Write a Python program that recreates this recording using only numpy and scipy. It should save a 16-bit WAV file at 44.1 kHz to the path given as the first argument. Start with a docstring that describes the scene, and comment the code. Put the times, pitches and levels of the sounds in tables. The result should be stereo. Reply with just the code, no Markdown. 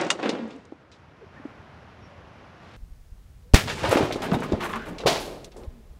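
"""An open field, two charges. Of the first only echoes and falling scraps are heard, over a rural hush.
Then, from a second spot in a light breeze, a microwave oven is blown apart. The pressure wave overloads
the microphone; sheds and tree lines throw the bang back. Pieces thud, clack and tumble into the grass,
spinning scraps whirr, grit patters, and the steel cover crashes down."""
import sys
import numpy as np
from scipy import signal
from scipy.fft import rfft, irfft, next_fast_len
from scipy.io import wavfile

SR = 44100
rng = np.random.default_rng(int(sys.argv[2]) if len(sys.argv) > 2 else 0)


def generate_wav(signal):
    """Clip the signal to [-1, 1] and save it as 16-bit WAV at the path in sys.argv[1]."""
    frames = np.transpose(np.atleast_2d(signal))
    scaled = np.clip(frames, -1, 1) * 32767
    pcm = np.round(scaled).astype(np.int16)
    wavfile.write(sys.argv[1], SR, pcm)


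N = 264159
TIME_S = np.arange(N) / SR
FIRST_BLAST_S, SECOND_SPOT_S, BLAST_S = -0.58, 2.765, 3.5386

# Noise spectra. Each row: frequency in Hz, density in dB.
HUSH_SPECTRUM = [(15, -39.5), (25, -25), (81, -0.5), (278, -10), (326, -12.5), (588, -12), (1280, -17),
                 (2700, -25), (4040, -33.5), (5570, -36), (9020, -56), (10900, -50), (15000, -75.5)]
BREEZE_SPECTRUM = [(12, -31), (20, -3), (42, 2), (72, -2.5), (124, -14.5), (147, -14), (286, -35),
                   (3090, -50), (5090, -52), (5530, -52.5), (7930, -54), (15000, -58)]
FIELD_SPECTRUM = [(47, -42), (80, -3), (267, -9), (450, -7), (700, -11.5), (1350, -20.5), (4310, -18),
                  (8680, -25.5), (15000, -41)]
ECHO_SPECTRUM = [(35, -43), (60, 0.5), (112, 5.5), (236, -6.5), (278, -2), (533, -5.5), (642, -11),
                 (738, -11), (1420, -20), (1700, -20.5), (3270, -25.5), (15500, -48)]
CRASH_SPECTRUM = [(47, -57), (80, -11.5), (263, -5.5), (300, -4), (335, -3.5), (391, 0), (544, -17),
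                  (607, -1.5), (1080, -7), (1150, -13), (4220, -12), (15500, -37.5)]
SPLINTER_SPECTRUM = [(35, -43), (60, -9), (179, -1), (486, -9), (559, -5.5), (1260, -11), (1380, -4),
                     (1520, -12.5), (1740, -6), (3760, -12.5), (15500, -30)]
# Envelopes of country hush, far rush and dry grass. Each row: time in seconds, level in dB.
HUSH_ENVELOPE = [(0.88, -57), (.97, -53.5), (1.5, -49), (2.3, -48), (2.7, -48)]
RUSH_ENVELOPE = [(.9, -62), (1.31, -63.5), (1.34, -54), (1.6, -55.5), (2.0, -60), (2.7, -58)]
GRASS_ENVELOPE = [(2.5, -90), (2.65, -61), (2.765, -57)]
# Wind puffs. Each row: peak time in seconds, level in dB, pitch in Hz.
WIND_PUFFS = [(2.832, -36, 42), (2.921, -35.5, 40), (3.127, -35, 47.6), (3.384, -42.5, 42),
              (5.556, -49, 60), (5.682, -30.5, 58.3), (5.913, -40, 38.3)]
# Faint birdlike chirps; short whirring tones, mostly as of spinning scraps, and a faint rising tone just before
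# the bang. # Each row: start in seconds, length in seconds, pitch in Hz, final sag in octaves, level in dB,
# waver as a share of the pitch.
FAINT_CHIRPS = [(1.358, 0.04, 1780, -0.06, -50, .035), (2.012, .075, 5560, 0.0255, -65, .011)]
WHIRRING_TONES = [(.372, 0.13, 231, 0.14, -33, .015), (.535, 0.048, 275, -0.021, -43, 0.014),
                  (1.205, 0.049, 460, 0.4, -45, 0.046), (3.42, 0.12, 482, -0.35, -62, .015),
                  (4.365, 0.1, 192, 0.11, -41, .03), (4.55, 0.19, 352, 0.061, -39, 0.041),
                  (4.73, 0.09, 231, 0.1, -37.5, 0.039), (4.86, 0.11, 174, -0.051, -42, 0.041),
                  (5.69, 0.14, 244.3, 0.22, -53.5, .015)]
# Echoes off sheds, fences and trees; small reflectors return no bass.
# Each row: start in seconds, level in dB, t60 in seconds, low edge in Hz.
REFLECTIONS = [(-.02, -24, 0.69, 277), (0.187, -29.5, 0.29, 240), (.222, -24, 0.63, 290),
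               (.3, -33, 0.98, 173), (3.672, -29.5, 0.26, 1410), (3.692, -27.5, 0.22, 1500),
               (3.76, -33.5, 0.91, 900), (3.811, -29, 0.61, 50.6), (3.824, -25, 0.86, 720),
               (3.905, -21, 0.34, 570), (3.964, -19.5, 0.27, 400), (4.0, -22, 0.53, 220),
               (4.865, -36.5, 0.74, 212)]
# Grit showers. Each row: start in seconds, level in dB, t60 in seconds.
GRIT_SHOWERS = [(0, -53, 1.7), (3.6, -42.5, 2.5)]
# Steel panel modes. Each row: frequency in Hz, level in dB, t60 in seconds before grass damping.
PANEL_MODES = [(1123, -6.5, 0.67), (1390, -6, 0.37), (1460, -20, 0.52), (1900, -19.5, 0.42),
               (2240, -4.5, 0.39), (2400, -5.5, 0.41), (2700, -20.5, 0.86), (2790, 1.5, 0.38),
               (3070, -12.5, 0.29), (3670, 2.5, 0.24), (3970, -4, 0.41), (4120, 4.5, 0.042),
               (4780, -6.5, 0.42), (4740, -10.5, 0.27), (5367, -23, 0.5), (5860, -18.5, 0.57)]
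# Hollow modes of a tumbling panel. Each row: multiple of the lowest mode, level in dB.
HOLLOW_MODES = [(1, 8), (1.43, -9.5), (1.98, -14), (2.601, -18)]
# Tumbling panels. Each row: start in seconds, level in dB, lowest mode in Hz, bend in octaves per second,
# length in seconds, crackle in dB, scuff in dB relative to the ring.
PANEL_TUMBLES = [(.24, -36, 352, -0.5, .1, -61, -3), (3.908, -30, 475.5, 0, 0.046, -46, -2),
                 (3.912, -26.5, 1345, 0.5, 0.019, -41, -6), (3.965, -26.5, 546, 0, 0.029, -48, -2),
                 (4.022, -31.5, 596, 1.5, 0.036, -51.5, 0), (4.216, -32.5, 685, 1, 0.033, -53, -5),
                 (4.214, -39.5, 1487, 1, 0.048, -50, 1.5), (4.325, -27, 805, 0, 0.024, -48.5, -7),
                 (4.424, -41, 1180, 1, 0.023, -52, 2), (4.6, -35.5, 1184, -0.5, 0.027, -54, 1),
                 (4.622, -34.5, 1029, -1.5, 0.04, -47.5, 3), (4.684, -39, 1178, 0, 0.038, -53, -0.5),
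                 (4.727, -34, 1076, 2.5, 0.045, -63, -0.5), (4.785, -43.5, 1380, 3, 0.055, -71, -3),
                 (4.85, -48.5, 1259, 0, 0.043, -58, 2), (5.11, -34.5, 620, -1, 0.072, -58, -3.5),
                 (5.555, -49.5, 379.4, -1, .1, -69, 2.5)]
# Hard pieces hitting stones or each other.
# Each row: start in seconds, level in dB, centre in Hz, t60 in seconds.
HARD_KNOCKS = [(-.004, -28.5, 1450, 0.19), (0.011, -32, 4830, 0.036), (.033, -31.5, 1090, .07),
               (.048, -40, 4500, 0.025), (.072, -45, 1200, .04), (0.1022, -19.5, 5040, 0.07),
               (0.1027, -19, 1940, 0.046), (0.108, -32.5, 850, 0.14), (.19, -37.5, 1190, 0.043),
               (.228, -32, 2010, 0.096), (.258, -29.5, 1390, 0.11), (0.2916, -28.5, 3260, 0.087),
               (.375, -63, 6500, 0.041), (0.476, -64, 5860, 0.13), (.505, -52, 3040, 0.23),
               (.562, -63, 6500, 0.034), (0.652, -57, 4500, 0.027), (.916, -54, 3600, 0.22),
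               (3.676, -32, 850, 0.087), (3.85, -26.5, 1680, 0.078), (3.892, -36.5, 8000, 0.045),
               (3.912, -35, 6500, 0.15), (3.952, -28, 1800, .03), (3.97, -26, 1300, 0.06),
               (3.971, -32.5, 3500, 0.05), (4.11, -36, 1700, 0.063), (4.124, -32.5, 3400, 0.13),
               (4.125, -48, 9000, 0.072), (4.16, -46, 5000, 0.054), (4.22, -39, 3820, .09),
               (4.3145, -37, 3230, .025), (4.317, -27, 880, 0.068), (4.342, -34, 2400, 0.056),
               (4.347, -46, 6500, .04), (4.403, -48.5, 6000, 0.075), (4.421, -32, 930, 0.12),
               (4.436, -47, 5000, .05), (4.522, -35, 546, 0.24), (4.522, -43, 3800, 0.079),
               (4.608, -39, 2870, 0.26), (4.643, -47.5, 8000, 0.2), (4.73, -40, 2200, 0.06),
               (4.757, -47.5, 7000, 0.08), (4.886, -55.5, 6900, 0.16), (4.983, -38, 3430, 0.1),
               (5.0, -40, 527, 0.98), (5.004, -42, 2920, 0.16), (5.2, -46.5, 8000, 0.56),
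               (5.444, -41, 4800, 0.059), (5.518, -53, 3270, 0.067), (5.566, -53.5, 5530, 0.17),
               (5.633, -55, 2810, 0.055)]
# Heavy pieces landing. Each row: start in seconds, level in dB, pitch in Hz, t60 in cycles, rattle in dB.
TURF_LANDINGS = [(0.11, -23, 376, 9, -36), (0.189, -29, 433, 11, -39), (0.291, -19.5, 390, 10, -38.5),
                 (0.7204, -29.5, 315.5, 9.1, -53), (1.397, -34.5, 257, 10, -59),
                 (1.451, -23.5, 281.2, 8.6, -59), (3.84, -15.5, 560, 16.5, -30.5),
                 (3.885, -18, 108, 7, -45), (3.9262, -11, 480, 16, -27), (3.956, -9, 290, 7, -28),
                 (3.9695, -10.5, 520, 21, -30), (4.005, -13, 289, 9.2, -37), (4.027, -15.5, 146, 5, -42),
                 (4.029, -20, 540, 21, -36), (4.1063, -19.5, 630, 12, -38), (4.1575, -16, 354, 6.5, -36),
                 (4.207, -33, 308, 10, -46), (4.319, -13, 184, 12, -34), (4.343, -15, 135, 4.5, -28),
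                 (4.36, -16.5, 238, 12, -44), (4.405, -20, 310, 5.9, -45), (4.5195, -9, 336, 7.8, -38),
                 (4.531, -12.5, 209, 10.7, -26.5), (4.529, -16.5, 95, 4.6, -40),
                 (5.035, -25, 476, 20, -40.5), (5.05, -20.5, 131, 5, -41), (5.059, -9, 467, 13.6, -29.5),
                 (5.072, -13, 543, 12, -39), (5.158, -22, 790, 10, -36)]
# The case gives, splits, bursts. Each row: start in seconds, level in dB, centre in Hz, t60 in seconds.
CASE_CRACKS = [(3.5365, -28, 3660, 0.016), (3.542, -15, 4000, 0.025), (3.5448, -4.5, 2500, 0.02)]


def undb(db):
    """Decibels to gain."""
    return 10 ** (np.asarray(db) / 20)


def unit(x):
    """Scale to rms 1."""
    return x / np.sqrt(np.mean(x ** 2))


def add(out, start_s, x):
    """Mix x into out at start_s."""
    i = int(round(start_s * SR))
    x, i = x[max(-i, 0):], max(i, 0)
    out[i:i + len(x)] += x[:N - i]


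def span(length_s):
    """Time axis of one event."""
    return np.arange(int(length_s * SR)) / SR


def grains(size, spread_db):
    """Noise in grains of uneven strength; a wide spread crackles."""
    strength = np.repeat(rng.standard_normal(size // 32 + 1), 32)[:size]
    return rng.standard_normal(size) * undb(spread_db * strength)


def colour(x, spectrum, tilt_db_per_oct=0, low_hz=1):
    """Apply a spectrum, tilt and low cut; rms 1."""
    size = next_fast_len(len(x), True)
    bin_hz = np.maximum(np.fft.rfftfreq(size, 1 / SR), 1)
    hz, db = np.transpose(spectrum)
    shape_db = np.interp(np.log(bin_hz), np.log(hz), db) + tilt_db_per_oct * np.log2(bin_hz)
    gain = undb(shape_db) / np.hypot(1, (low_hz / bin_hz) ** 2)
    return unit(irfft(rfft(x, size) * gain, size)[:len(x)])


def swell(t, rise, t60):
    """Linear rise to 1, exponential decay; rise and t60 in the unit of t."""
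    return np.clip(t / rise, 0, 1) * np.exp(-np.log(1000) * np.maximum(t - rise, 0) / t60)


def butter(x, edge_hz, kind="low", order=2):
    """Butterworth filter."""
    return signal.sosfilt(signal.butter(order, edge_hz, kind, fs=SR, output="sos"), x)


def band(x, hz, ratio):
    """Band from hz / ratio to hz * ratio; rms 1."""
    return unit(butter(x, [hz / ratio, min(hz * ratio, 0.45 * SR)], "band"))


def convolve(x, response):
    """Convolve with a response scaled to unit energy."""
    return signal.fftconvolve(x, response / np.sqrt(np.sum(response ** 2)))[:len(x)]


def countryside():
    """First spot: wavering hush, far rush, rustling grass."""
    hush_db, rush_db, grass_db = (np.interp(TIME_S, *np.transpose(envelope))
                                  for envelope in (HUSH_ENVELOPE, RUSH_ENVELOPE, GRASS_ENVELOPE))
    hush = colour(grains(N, 0.92), HUSH_SPECTRUM)
    waver_db = 0.54 * band(grains(N, 0), 6.2, 2.6)
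    rush = band(grains(N, 1), 1000, 1.75)
    grass = band(grains(N, 4), 2500, 1.63)
    return hush * undb(hush_db + waver_db) + rush * undb(rush_db) + grass * undb(grass_db)


def breeze(puff_width_s=0.0097, turbulence=0.3):
    """Second spot: wind rumble and hiss; each eddy briefly shoves the microphone."""
    air = colour(grains(N, 0), BREEZE_SPECTRUM)
    rumble = butter(air, 190)
    hiss = unit(butter(air, 240, "high", order=4))
    out = undb(-48) * rumble + undb(-62.5) * hiss
    for peak_s, db, hz in WIND_PUFFS:
        t = TIME_S - peak_s
        eddy = np.sin(2 * np.pi * hz * t) + turbulence * rumble
        out += undb(db) * eddy * np.exp(-(t / puff_width_s) ** 2)
    return out


def tones(rows, hold_share=0.46):
    """Whirrs or chirps: wavering tones that swell and fade; the pitch holds, then glides."""
    out = np.zeros(N)
    for start_s, length_s, hz, sag_oct, db, waver_share in rows:
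        progress = span(length_s) / length_s
        waver = 1 + waver_share * band(grains(SR, 0), 40, 2.5)[-len(progress):]
        pitch_hz = hz * 2 ** (-sag_oct * np.interp(progress, [hold_share, 1], [0, 1])) * waver
        tone = np.sqrt(2) * np.sin(2 * np.pi * np.cumsum(pitch_hz) / SR)
        add(out, start_s, undb(db) * np.sin(np.pi * progress) * tone)
    return out


def field_tail(x):
    """Grass and far trees return a thin, dull tail."""
    t = span(1.5)
    tail = colour(grains(len(t), 3.6), FIELD_SPECTRUM, low_hz=110) * swell(t, 0.16, 0.9)
    return undb(-29.5) * convolve(x, tail)


def echo(start_s, db, rise_s, t60_s, low_hz):
    """A reflector scatters the bang into many small arrivals; the longer the path, the duller."""
    t = span(2 if t60_s > 1 else 1)
    cloud = colour(grains(len(t), 3), ECHO_SPECTRUM, -0.44, low_hz)
    lag_samples = int(SR * rng.uniform(0.002, 0.006))
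    hollow = cloud + 0.5 * np.roll(cloud, lag_samples)  # second, slightly longer path
    delay_s = start_s - (BLAST_S if start_s > SECOND_SPOT_S else FIRST_BLAST_S)
    air_cutoff_hz = min(3330 / delay_s, 9300)
    return undb(db) * unit(butter(hollow, air_cutoff_hz)) * swell(t, rise_s, t60_s)


def echoes(rise_share=0.028):
    """Single reflectors answer over the long roll of the tree line."""
    out, roll_s = np.zeros(N), BLAST_S + 0.52
    add(out, roll_s, echo(roll_s, db=-31, rise_s=0.24, t60_s=3.23, low_hz=169))
    for start_s, db, t60_s, low_hz in REFLECTIONS:
        rise_s = rise_share * t60_s  # a deep reflector builds and fades slowly
        add(out, start_s, echo(start_s, db, rise_s, t60_s, low_hz))
    return out


def grit():
    """Chips and soil tick down after each blast; grass smears each tick."""
    out, t = np.zeros(N), span(1.6)
    smear = swell(span(0.03), 0.0004, 0.025)
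    for start_s, db, t60_s in GRIT_SHOWERS:
        ticks = signal.fftconvolve(np.abs(grains(len(t), 8.5)), smear)[:len(t)]
        patter = band(ticks * grains(len(t), 0), 3000, 2.4)
        add(out, start_s, undb(db) * patter * swell(t, 0.01, t60_s))
    return out


def panel_ring(blow, t60_share=0.18):
    """A blow rings bent steel, each piece tuned differently; grass shortens the ring."""
    t = span(0.105)
    detunes = 1 + 0.032 * rng.standard_normal(len(PANEL_MODES))
    ring = sum(undb(db) * np.sin(2 * np.pi * hz * detune * t) * swell(t, 1 / SR, t60_share * t60_s)
               for (hz, db, t60_s), detune in zip(PANEL_MODES, detunes))
    return convolve(blow, ring)


def tumble(db, hz, bend_oct_per_s, length_s, crackle_db, scuff_db):
    """A panel scuffs along and rings hollow, its pitch bending as it flexes; dry stalks crackle."""
    rise_s, t60_s, mode_width_hz = 0.009, 0.1, 130
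    t = span(0.42)
    cycles = np.cumsum(hz * 2 ** (bend_oct_per_s * t)) / SR
    ring = 0
    for multiple, mode_db in HOLLOW_MODES:
        drive = butter(grains(len(t), 0) + 1j * grains(len(t), 0), mode_width_hz)
        ring += undb(mode_db) * np.real(drive * np.exp(2j * np.pi * multiple * cycles))
    scuff = undb(scuff_db) * band(grains(len(t), 3), hz, 1.86)
    crackle = undb(crackle_db) * band(grains(len(t), 2.7), 4800, 2.6)
    contact = np.minimum(t / rise_s, 1) * undb(-60 * np.maximum(t - length_s, 0) / t60_s)
    return (undb(db) * (unit(ring) + scuff) + crackle) * contact


def clack(db, hz, t60_s):
    """A hard piece snaps on contact, then rattles and rings a little."""
    t = span(0.29)
    snap = undb(-5.5) * swell(t, 0.0006, 0.0084)
    rattle = band(grains(len(t), 2.6), hz, 1.585) * (snap + swell(t, 0.0011, t60_s))
    ring = panel_ring(rattle * swell(t, 1 / SR, 0.29))  # driven mainly by first contact
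    return undb(db) * (rattle + undb(-13) * ring)


def thud(db, hz, t60_cycles, rattle_db, rise_cycles=0.87):
    """A piece thuds into turf and shakes; bigger pieces rattle lower and longer."""
    rattle = clack(rattle_db, 1.73 * hz, t60_s=0.15 * np.sqrt(400 / hz))
    cycles = hz * np.arange(len(rattle)) / SR
    turf = 0.25 * band(grains(len(cycles), 0), hz, 1.7)
    body = np.sin(2 * np.pi * cycles) + turf
    return undb(db) * body * swell(cycles, rise_cycles, t60_cycles) + rattle


def debris():
    """Heavy pieces thud, hard ones clack, panels tumble."""
    out = np.zeros(N)
    for table, sound in ((TURF_LANDINGS, thud), (HARD_KNOCKS, clack), (PANEL_TUMBLES, tumble)):
        for start_s, *piece in table:
            add(out, start_s, sound(*piece))
    return out


def cover(landing_s=5.059):
    """The steel cover lands: the ground thumps; the sheet booms, buckles and wobbles to rest."""
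    out, t = np.zeros(N), span(0.78)
    thump = undb(-24) * band(grains(len(t), 0), 77, 2.1) * swell(t, 0.0037, 0.084)
    boom = undb(-21) * band(grains(len(t), 0.96), 520, 1.22) * swell(t, 0.0034, 0.18)
    buckling = undb(-22) * swell(t, 0.012, 0.13) + undb(-21) * swell(t, 0.021, 0.55)
    crash = colour(grains(len(t), 1.7), CRASH_SPECTRUM) * buckling
    wobble = undb(-38.5) * band(grains(len(t), 2.2), 372, 1.79) * swell(t, 0.25, 0.7)
    add(out, landing_s, thump + boom + crash + wobble)
    return out


def blast(push_s=0.0061):
    """Pressure wave and rebound, cracks of the bursting case, a spray of splinters."""
    out, t = np.zeros(N), span(0.43)
    push = -0.95 * swell(t, 0.0006, 0.065) * (t < push_s)
    rebound = 1.25 * swell(t - push_s, 0.0003, 0.024)
    add(out, BLAST_S, push + rebound)
    for start_s, db, hz, t60_s in CASE_CRACKS:
        add(out, start_s, undb(db) * band(grains(len(t), 1), hz, 1.96) * swell(t, 0.0003, t60_s))
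    splinters = colour(grains(len(t), 2.5), SPLINTER_SPECTRUM) * swell(t, 0.01, 0.26)
    add(out, BLAST_S + push_s, undb(-16.5) * splinters)
    return out


def scene():
    """Two spots in turn, one microphone each; the channels differ only by faint hiss."""
    dip_s, dip_width_s, dip_db = 5.5, 0.0097, -12  # the level dips briefly
    dip = undb(dip_db * np.exp(-((TIME_S - dip_s) / dip_width_s) ** 2))
    strikes = blast() + debris() + cover() + grit()
    events = (strikes + field_tail(strikes) + echoes() + tones(WHIRRING_TONES) + tones(FAINT_CHIRPS)) * dip
    first_spot = butter(events, [160, 8800], "band", order=4) + countryside()  # narrow-band microphone
    second_spot = events + breeze()
    mono = np.where(TIME_S < SECOND_SPOT_S, first_spot, second_spot)
    self_noise = undb(-83) * band(grains(N, 0), 5000, 3) * (TIME_S >= SECOND_SPOT_S)
    return np.array([mono + self_noise, mono - self_noise])


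def record(dry):
    """The pressure wave clips the input; a steep low-pass cuts the top."""
    ceiling, top_hz = 0.93, 15700
    lowpass = signal.ellip(10, 0.1, 80, top_hz, fs=SR, output="sos")
    return signal.sosfilt(lowpass, np.clip(dry, -ceiling, ceiling))


dry = scene()
out = record(dry)
generate_wav(out)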